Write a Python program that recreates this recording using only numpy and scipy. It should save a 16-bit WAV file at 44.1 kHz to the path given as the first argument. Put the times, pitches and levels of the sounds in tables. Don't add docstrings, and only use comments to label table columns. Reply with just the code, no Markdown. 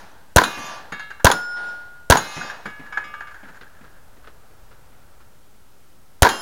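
import sys
import numpy as np
from scipy import signal
from scipy.fft import rfft, irfft, next_fast_len
from scipy.io import wavfile
from scipy.ndimage import uniform_filter1d

SR = 44100
rng = np.random.default_rng(int(sys.argv[2]) if len(sys.argv) > 2 else 0)


def put_to_file(sound):
    columns = np.atleast_2d(sound).T
    safe = np.clip(columns, -1, 1)
    whole_steps = np.round(safe * 32767)
    wavfile.write(sys.argv[1], SR, whole_steps.astype(np.int16))


N = 282681
T = np.arange(N) / SR

# start in seconds, gain in dB, stance (0 or 1).
PISTOL_SHOTS = [(0.361, 4.5, 0), (1.2453, 4.5, 0), (2.0998, 5.5, 0), (6.2213, 5.5, 1)]
# start in seconds, splash in dB, clang in dB, nominal clang t60 in seconds.
BULLET_STRIKES = [(0.4366, 0.5, -23.5, 0.93), (1.3149, 6, -45.5, 1), (2.171, -0.5, -24, 1),
                  (6.2898, -1, -26, 0.92)]
# frequency in Hz, level under the bullet in dB,
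# t60 under the bullet in seconds, relative level on landing in dB.
FIRST_TALL_MODES = [(1172.4, -23, 2.3, -7), (1307, -39.5, 0.95, -8), (1590, -36, .9, -23.5),
                    (1692, -20, 0.89, 4.5), (2115, -26, 0.92, -10), (2226, -35.5, 1.4, -5),
                    (2480, -19, 0.75, -20.5), (2750, -23.5, 0.85, -10), (2794, -32.5, 1.2, -17.5),
                    (3250, -37, 1.1, -23.5), (3573, -34, 1.0, -26), (3274, -45.5, 1.3, -13.5),
                    (3720, -40.5, 1.4, -9.5), (4334, -45, .7, -16), (4037, -35.5, 1.6, -18),
                    (3740, -14.5, .25, -25.5), (4010, -12, 0.24, -30), (4776, -36.5, 0.75, -15.5),
                    (5360, -36.5, 0.93, -33.5), (6550, -33.5, 0.49, -12), (6640, -35.5, 1.25, -36.5),
                    (8650, -34, 0.31, -35)]
SECOND_TALL_MODES = [(1194, -24.5, 3.2, -1.5), (1262, -35.5, 1.1, 2.5), (1690, -31.5, 4.7, 5),
                     (2110, -26, 1.6, -5), (2253, -36.5, 1.2, 3), (2536, -29.5, 3.1, -8.5),
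                     (2815, -36, 2.6, -11), (2945, -28.5, 0.79, -10), (3140, -36.5, 0.98, -13),
                     (3370, -38.5, 0.98, -9), (3760, -36.5, 1.5, -24), (3740, -30.5, 1.14, -14),
                     (4060, -23.5, 0.57, -22), (5000, -37.5, 1, -11), (5440, -39, 3.1, -21),
                     (5770, -51, 0.41, -16), (6600, -37.5, 2.5, -19), (6400, -34.5, 0.59, -43),
                     (6670, -3, 0.13, -56), (7120, -34, 1.06, -16), (9540, -26, 0.29, -38.5)]
# frequency in Hz, relative level in dB.
SLOPE_SPECTRUM = [(50, -23.5), (150, -10), (350, -8), (600, -3.5), (900, 1), (1200, -7), (1600, 0),
                  (2200, -16), (4000, -16), (6000, -24), (8000, -37.5), (15000, -50)]
THUD_SPECTRUM = [(30, -28), (100, -8.5), (220, 0), (350, -8), (600, -14), (2000, -14), (8000, -49)]
BAY_SPECTRUM = [(50, -19), (150, -5.5), (380, -1), (620, -4), (950, 1.5), (1200, -3.5), (1600, 1.5),
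                (2200, -17.5), (4000, -14.5), (6800, -20.5), (8000, -34), (10000, -26.5), (15000, -31)]
KNOCK_SPECTRUM = [(100, -35), (350, -14.5), (650, -12), (900, 0), (1150, -5.5), (1400, 3.5), (1650, 11),
                  (2000, -9), (3000, -16.5), (4800, -21), (6000, -28), (7000, -17.5), (8000, -42.5),
                  (10000, -26), (15000, -54.5)]

FALL_S, SETTLE_S = 0.484, 0.61
RUN_START_S, RUN_END_S = 2.75, 5.43


def from_db(db):
    return 10 ** (np.asarray(db) / 20)


def rms_one(x):
    return x / np.sqrt(np.mean(x ** 2) + 1e-20)


def at_hz(spectrum, hz):
    points, db = np.transpose(spectrum)
    return from_db(np.interp(np.log(hz + 1e-3), np.log(points), db))


def colour(x, spectrum):
    size = 2 * next_fast_len(len(x) // 2 + 4096)
    cepstrum = irfft(np.log(at_hz(spectrum, np.fft.rfftfreq(size, 1 / SR))))
    cepstrum[1:size // 2] *= 2
    cepstrum[size // 2 + 1:] = 0
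    return irfft(rfft(x, size) * np.exp(rfft(cepstrum)))[:len(x)]


def noise(spectrum, size=N):
    padded = 2 * next_fast_len(size // 2 + 1)
    gains = at_hz(spectrum, np.fft.rfftfreq(padded, 1 / SR))
    return rms_one(irfft(rfft(rng.standard_normal(padded)) * gains)[:size])


def fade(t, t60, rise=1e-4):
    t = np.maximum(t, 0)
    return (1 - np.exp(-t / rise)) * np.exp(-np.log(1000) * t / t60)


def add(out, start_s, sound):
    i = max(round(start_s * SR), 0)
    out[i:i + len(sound)] += sound[:max(N - i, 0)]


def wander(size, rate):
    knots = rng.standard_normal(400)
    return np.interp(T[:size] * rate, np.arange(len(knots)), knots) * np.sqrt(3 / 2)


def air_hiss(level_db=-55.5):
    air_spectrum = [(15, -33), (25, -9), (33, -4.5), (92, -7.5), (180, -13), (217, -15), (293, -16),
                    (575, -22), (624, -22.5), (1890, -27.5), (2220, -28.5), (14000, -32), (16000, -33.5)]
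    return from_db(level_db) * noise(air_spectrum)


def ring(modes, flutter_db=0, flutter_per_s=24, beam_hz=3500):
    t, out = T[:SR], 0
    rocking = np.minimum(t / 0.08, 1)
    for hz, db, t60 in modes:
        directivity = min(hz / beam_hz, 1) ** 2
        flutter = flutter_db * directivity * rocking * wander(SR, flutter_per_s)
        out = out + from_db(db + flutter) * fade(t, t60) * np.sin(2 * np.pi * (hz * t + rng.random()))
    return out


def clang(t60, count=140, treble_damping=0.41):
    mode_envelope = [(500, -8.5), (900, 1), (1600, -1.5), (2200, -6.5), (4000, -5.5), (7000, -5.5),
                     (8000, -23), (9500, -8), (11000, -14.5), (15000, -16.5)]
    hz = np.linspace(np.sqrt(500), np.sqrt(15000), count) ** 2 * rng.uniform(0.985, 1.015, count)
    gains = at_hz(mode_envelope, hz) * from_db(rng.normal(0, 2, count))
    gains = gains / np.sqrt(np.sum(gains ** 2) / 2)
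    decays = t60 * rng.uniform(0.7, 1.83, count) * (hz / hz.mean()) ** -treble_damping
    return ring(zip(hz, 20 * np.log10(gains), decays), flutter_db=5, flutter_per_s=26)


def earlier_shot(roll_db=-45.5, clang_db=-50):
    out = from_db(roll_db) * fade(T, t60=1.315) * noise(SLOPE_SPECTRUM)
    add(out, 0, from_db(clang_db) * clang(t60=0.35))
    return out


def running_speed(speed_up_s=1.2, slow_down_s=0.35):
    return np.clip(np.minimum((T - RUN_START_S) / speed_up_s, (RUN_END_S - T) / slow_down_s), 0, 1)


def clothing_rustle(rest_db=-61.5, run_db=-64, turn_db=-42.5):
    cloth_spectrum = [(40, 10), (120, -3.5), (250, -9.5), (480, 3.5), (700, 2.5), (900, 3), (1100, -1),
                      (1360, 4), (1750, -5), (2200, -9.5), (4500, -21), (7000, -32.5), (12000, -35)]
    turn = from_db(turn_db) * fade(T - RUN_START_S, t60=1.7, rise=0.11)
    effort = from_db(rest_db) + from_db(run_db) * running_speed() + turn
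    return effort * noise(cloth_spectrum)


def body_thuds(recoil_delay_s=0.097, recoil_db=-21.5, toe_delay_s=0.062, toe_db=-15):
    heel_strikes = [(0.03, -49.5), (0.572, -24.5), (2.365, -23), (2.792, -41), (3.052, -47.5),
                    (3.43, -42.5), (3.809, -49.5), (4.166, -56), (4.501, -56), (4.919, -56.5)]
    envelope = np.zeros(N)
    thud = 1.5 * fade(T[:SR], t60=0.19, rise=0.00086)
    for start, db in heel_strikes:
        add(envelope, start, from_db(db) * thud)
        add(envelope, start + toe_delay_s, from_db(db + toe_db) * thud)
    for start, _, _ in PISTOL_SHOTS:
        add(envelope, start + recoil_delay_s, from_db(recoil_db) * thud)
    return envelope * noise(THUD_SPECTRUM)


def muzzle_blast(t, leak_lead_s=0.00091, crack_t60=0.016, swing_hz=72, ground_delay_s=0.008):
    crack_spectrum = [(100, -1.5), (800, 24.5), (1600, -31), (2200, 1.5), (3000, 11.5), (5200, -12),
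                      (6600, 11.5), (7800, -19), (9500, 11.5), (11000, -0.5), (15000, -21.5)]
    leak = from_db(-13) * fade(t, crack_t60, rise=0.00014)
    t = t - leak_lead_s
    burst = from_db(22) * fade(t, crack_t60, rise=0.003)
    gas = from_db(3) * fade(t, t60=0.0093)
    crack = noise(crack_spectrum, len(t)) * (leak + burst + gas)
    swing = 2 * from_db(25) * fade(t, t60=0.03, rise=0.014) * np.sin(2 * np.pi * swing_hz * t)
    ground = from_db(19) * noise(BAY_SPECTRUM, len(t)) * fade(t - ground_delay_s, t60=0.017)
    return crack + swing + ground


def reflections(t, echoes, scatter=0.096, scatter_t60=0.0091):
    echo_spectrum = [(60, -32), (200, -15), (290, -10), (410, -3.5), (620, -11.5), (800, -5), (1000, 1.5),
                     (1200, -14.5), (1500, -2.5), (2200, -16), (4000, -43), (7000, -27.5), (8000, -42.5),
                     (15000, -43.5)]
    pulses = np.zeros(len(t))
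    for delay, db in echoes:
        pulses[round(delay * SR)] += from_db(db)
        pulses += from_db(db) * scatter * fade(t - delay, scatter_t60) * rng.standard_normal(len(t))
    impulse_response = colour(1.0 * (t == 0), echo_spectrum)
    return colour(pulses, echo_spectrum) / np.abs(impulse_response).max()


def pistol(bank_delay_s=0.315):
    # delay in seconds, level in dB.
    first_echoes = [(.0217, 20.5), (.0231, 22), (.0248, 22), (.0268, 18), (.0298, 7), (.0365, 7.5),
                    (.0563, 9), (.0576, 11.5)]
    second_echoes = [(0.029, 14.7), (0.0341, 13.4), (0.0405, 11.5), (0.0474, 14), (0.0517, 9.4)]
    out, t = np.zeros(N), T[:2 * SR]
    blasts = [muzzle_blast(t) + reflections(t, echoes) for echoes in (first_echoes, second_echoes)]
    bay = from_db(5) * fade(t, t60=0.29, rise=0.016)
    slopes = from_db(-29) * fade(t, t60=1.315, rise=0.04)
    bank = from_db(-39) * fade(t - bank_delay_s, t60=0.46, rise=0.0057)
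    for start, db, stance in PISTOL_SHOTS:
        tail = bay * noise(BAY_SPECTRUM, len(t)) + (slopes + bank) * noise(SLOPE_SPECTRUM, len(t))
        add(out, start, from_db(db) * (blasts[stance] + tail))
    return out


def tipping_gain(t, acceleration_power=3.3, beam_power=7.8, face_db=-1, edge_db=-22.5):
    angle = np.pi / 2 * np.minimum(t / FALL_S, 1) ** acceleration_power
    return from_db(face_db) * np.abs(np.cos(angle)) ** beam_power + from_db(edge_db)


def bullet_hits(splash_t60=0.051, shiver_db=-12, shiver_t60=0.24):
    splash_spectrum = [(300, -19), (900, 18.5), (1500, 14), (2200, 3), (3800, 8.5), (5500, -8),
                       (6900, 10.5), (8000, -16.5), (9800, 4), (12000, -9.5), (15000, -16)]
    # frequency in Hz, level in dB, t60 in seconds.
    small_modes = [(1434, -6.5, 1.08), (5280, -20, 0.59), (7229, -30.5, 0.65), (9350, -38.5, 0.85),
                   (9819, -42.5, 0.73), (14200, -51.5, .6)]
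    far_modes = [(1260, -36, 0.9), (1460, -37, 1.0), (1830, -36, .7), (2820, -32, .6), (2810, -17, 0.41),
                 (3170, -17, 0.58), (4100, -24, 0.39), (5150, -19.5, 1), (6110, -32, 0.45),
                 (6750, -24, 0.47), (6160, -24, 0.36), (6883, -33, .6), (7520, -31, .6), (9930, -25, 0.55),
                 (10700, -32, .5), (11050, -22, 0.42)]
    out, t = np.zeros(N), T[:SR]
    tipping = tipping_gain(t)
    plates = [(FIRST_TALL_MODES, tipping), (small_modes, 1), (SECOND_TALL_MODES, tipping), (far_modes, 1)]
    shiver = from_db(shiver_db) * fade(t, shiver_t60)
    for (start, splash_db, clang_db, clang_t60), (modes, beam) in zip(BULLET_STRIKES, plates):
        splash = noise(splash_spectrum, SR) * (from_db(splash_db) * fade(t, splash_t60) + shiver)
        tones = ring([mode[:3] for mode in modes], flutter_db=4)
        ringing = tones + from_db(clang_db) * clang(clang_t60)
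        add(out, start, splash + beam * ringing)
    return out


def toppling(dulling_db_per_s=37, tilt_per_octave=0.3, pivot_hz=1700, damped_hz=2800, choke_t60=0.34):
    # start in seconds, knock gain in dB, ring gain in dB.
    landings = [(0.921, -20.5, -34.5), (0.995, -27, -35), (1.103, -23.5, -44), (1.197, -29, -60),
                (2.41, -16.5, -63), (2.498, -19.5, -62), (2.655, -21.5, -44.5), (2.862, -33, -68),
                (2.924, -26.5, -42.5), (2.972, -14, -48.5), (3.041, -41, -41), (3.138, -26, -44.5),
                (3.205, -22.5, -63), (3.271, -35, -44.5), (3.45, -37, -53)]
    out, t = np.zeros(N), T[:SR]
    jangle_band = signal.butter(1, [1500, 4000], "band", fs=SR, output="sos")
    treble_band = signal.butter(1, 3000, "high", fs=SR, output="sos")
    jangle = from_db(-11) * signal.sosfilt(jangle_band, clang(t60=0.18))
    knock_and_echo = fade(t, t60=0.042, rise=0.0058) + from_db(-19) * fade(t, t60=0.32, rise=0.016)
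    first_fall = (FIRST_TALL_MODES, BULLET_STRIKES[0][0] + FALL_S)
    second_fall = (SECOND_TALL_MODES, BULLET_STRIKES[2][0] + FALL_S)
    for _, down_s in (first_fall, second_fall):
        add(out, down_s, from_db(-31) * fade(t, t60=0.18, rise=0.0028) * noise(THUD_SPECTRUM, SR))
    for start, knock_db, ring_db in landings:
        plate, down_s = first_fall if start < PISTOL_SHOTS[1][0] else second_fall
        hardness_db = knock_db + 27
        bright_db = 4 - dulling_db_per_s * max(start - down_s, 0) - 0.56 * hardness_db
        knock = noise(KNOCK_SPECTRUM, SR) * knock_and_echo
        treble_change = (from_db(bright_db) - 1) * signal.sosfilt(treble_band, knock)
        add(out, start, 2 * from_db(knock_db) * (knock + treble_change))
        modes = []
        for hz, _, t60, landing_db in plate:
            tilt_db = tilt_per_octave * bright_db * np.log2(hz / pivot_hz)
            damped_t60 = 0.53 * t60 * min(damped_hz / hz, 1)
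            modes.append((hz, ring_db + landing_db + tilt_db + rng.standard_normal(), damped_t60))
        resting_s = np.maximum(start + t - down_s - SETTLE_S, 0)
        choke = np.exp(-np.log(1000) * resting_s / choke_t60)
        add(out, start, choke * (ring(modes) + from_db(ring_db) * jangle))
    return out


def wind_buffeting(full_speed_db=-54):
    buffet_spectrum = [(20, 9), (45, 2), (100, 0.5), (200, -17.5), (800, -36)]
    return from_db(full_speed_db) * running_speed() ** 2 * noise(buffet_spectrum)


def plate_rattle(ticks_per_s=70, level_db=-47, settle_t60=2.3, tick_t60=0.13):
    start = BULLET_STRIKES[2][0] + FALL_S + SETTLE_S
    sizes = from_db(rng.normal(0, 3, N))
    ticks = (rng.random(N) < ticks_per_s / SR) * sizes * fade(T - start, settle_t60)
    decay_per_sample = from_db(-60 / (tick_t60 * SR))
    envelope = signal.lfilter([1], [1, -decay_per_sample], ticks + 1e-18)
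    return from_db(level_db) * envelope * noise(KNOCK_SPECTRUM)


def gravel_crunch(grains_per_s=4000, spread_db=3):
    scuffs = [(3.478, -47), (3.609, -41.5), (3.839, -48), (4.241, -48.5), (4.27, -45.5), (4.712, -50),
              (5.203, -53.5)]
    gravel_spectrum = [(100, 0), (480, 9.5), (750, -0.5), (1350, 11.5), (1750, 6), (2200, 0), (4000, -6),
                       (6800, -20), (8500, -34), (15000, -30)]
    envelope = np.zeros(N)
    for start, db in scuffs:
        add(envelope, start, 1.5 * from_db(db) * fade(T[:SR], t60=0.15, rise=0.0019))
    grains = (rng.random(N) < grains_per_s / SR) * rng.standard_normal(N)
    sizes = from_db(spread_db * np.minimum(rng.exponential(1, N), 3))
    return envelope * rms_one(colour(grains * sizes, gravel_spectrum))


def scene():
    gun_and_steel = earlier_shot() + pistol() + bullet_hits() + toppling() + plate_rattle()
    shooter = clothing_rustle() + body_thuds() + wind_buffeting() + gravel_crunch()
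    return (gun_and_steel + shooter + air_hiss())[None]


def gain_control(x, threshold_db=-7, depth_db=18, release_db_per_s=48, attack_s=0.0042):
    excess_db = np.clip(20 * np.log10(np.abs(x) + 1e-9) - threshold_db, 0, depth_db)
    release_ramp = release_db_per_s * T
    held_db = np.maximum.accumulate(excess_db + release_ramp, axis=-1) - release_ramp
    pole = np.exp(-1 / (attack_s * SR))
    return x * from_db(-signal.lfilter([1 - pole], [1, -pole], held_db))


def record(dry, clip_level=0.71, cutoff_hz=16000, dc_offset=-0.0074):
    clipped = np.clip(gain_control(dry), -clip_level, clip_level)
    lowpass = signal.ellip(10, 0.1, 80, cutoff_hz, fs=SR, output="sos")
    return signal.sosfilt(lowpass, clipped) + dc_offset


dry = scene()
out = record(dry)
put_to_file(out)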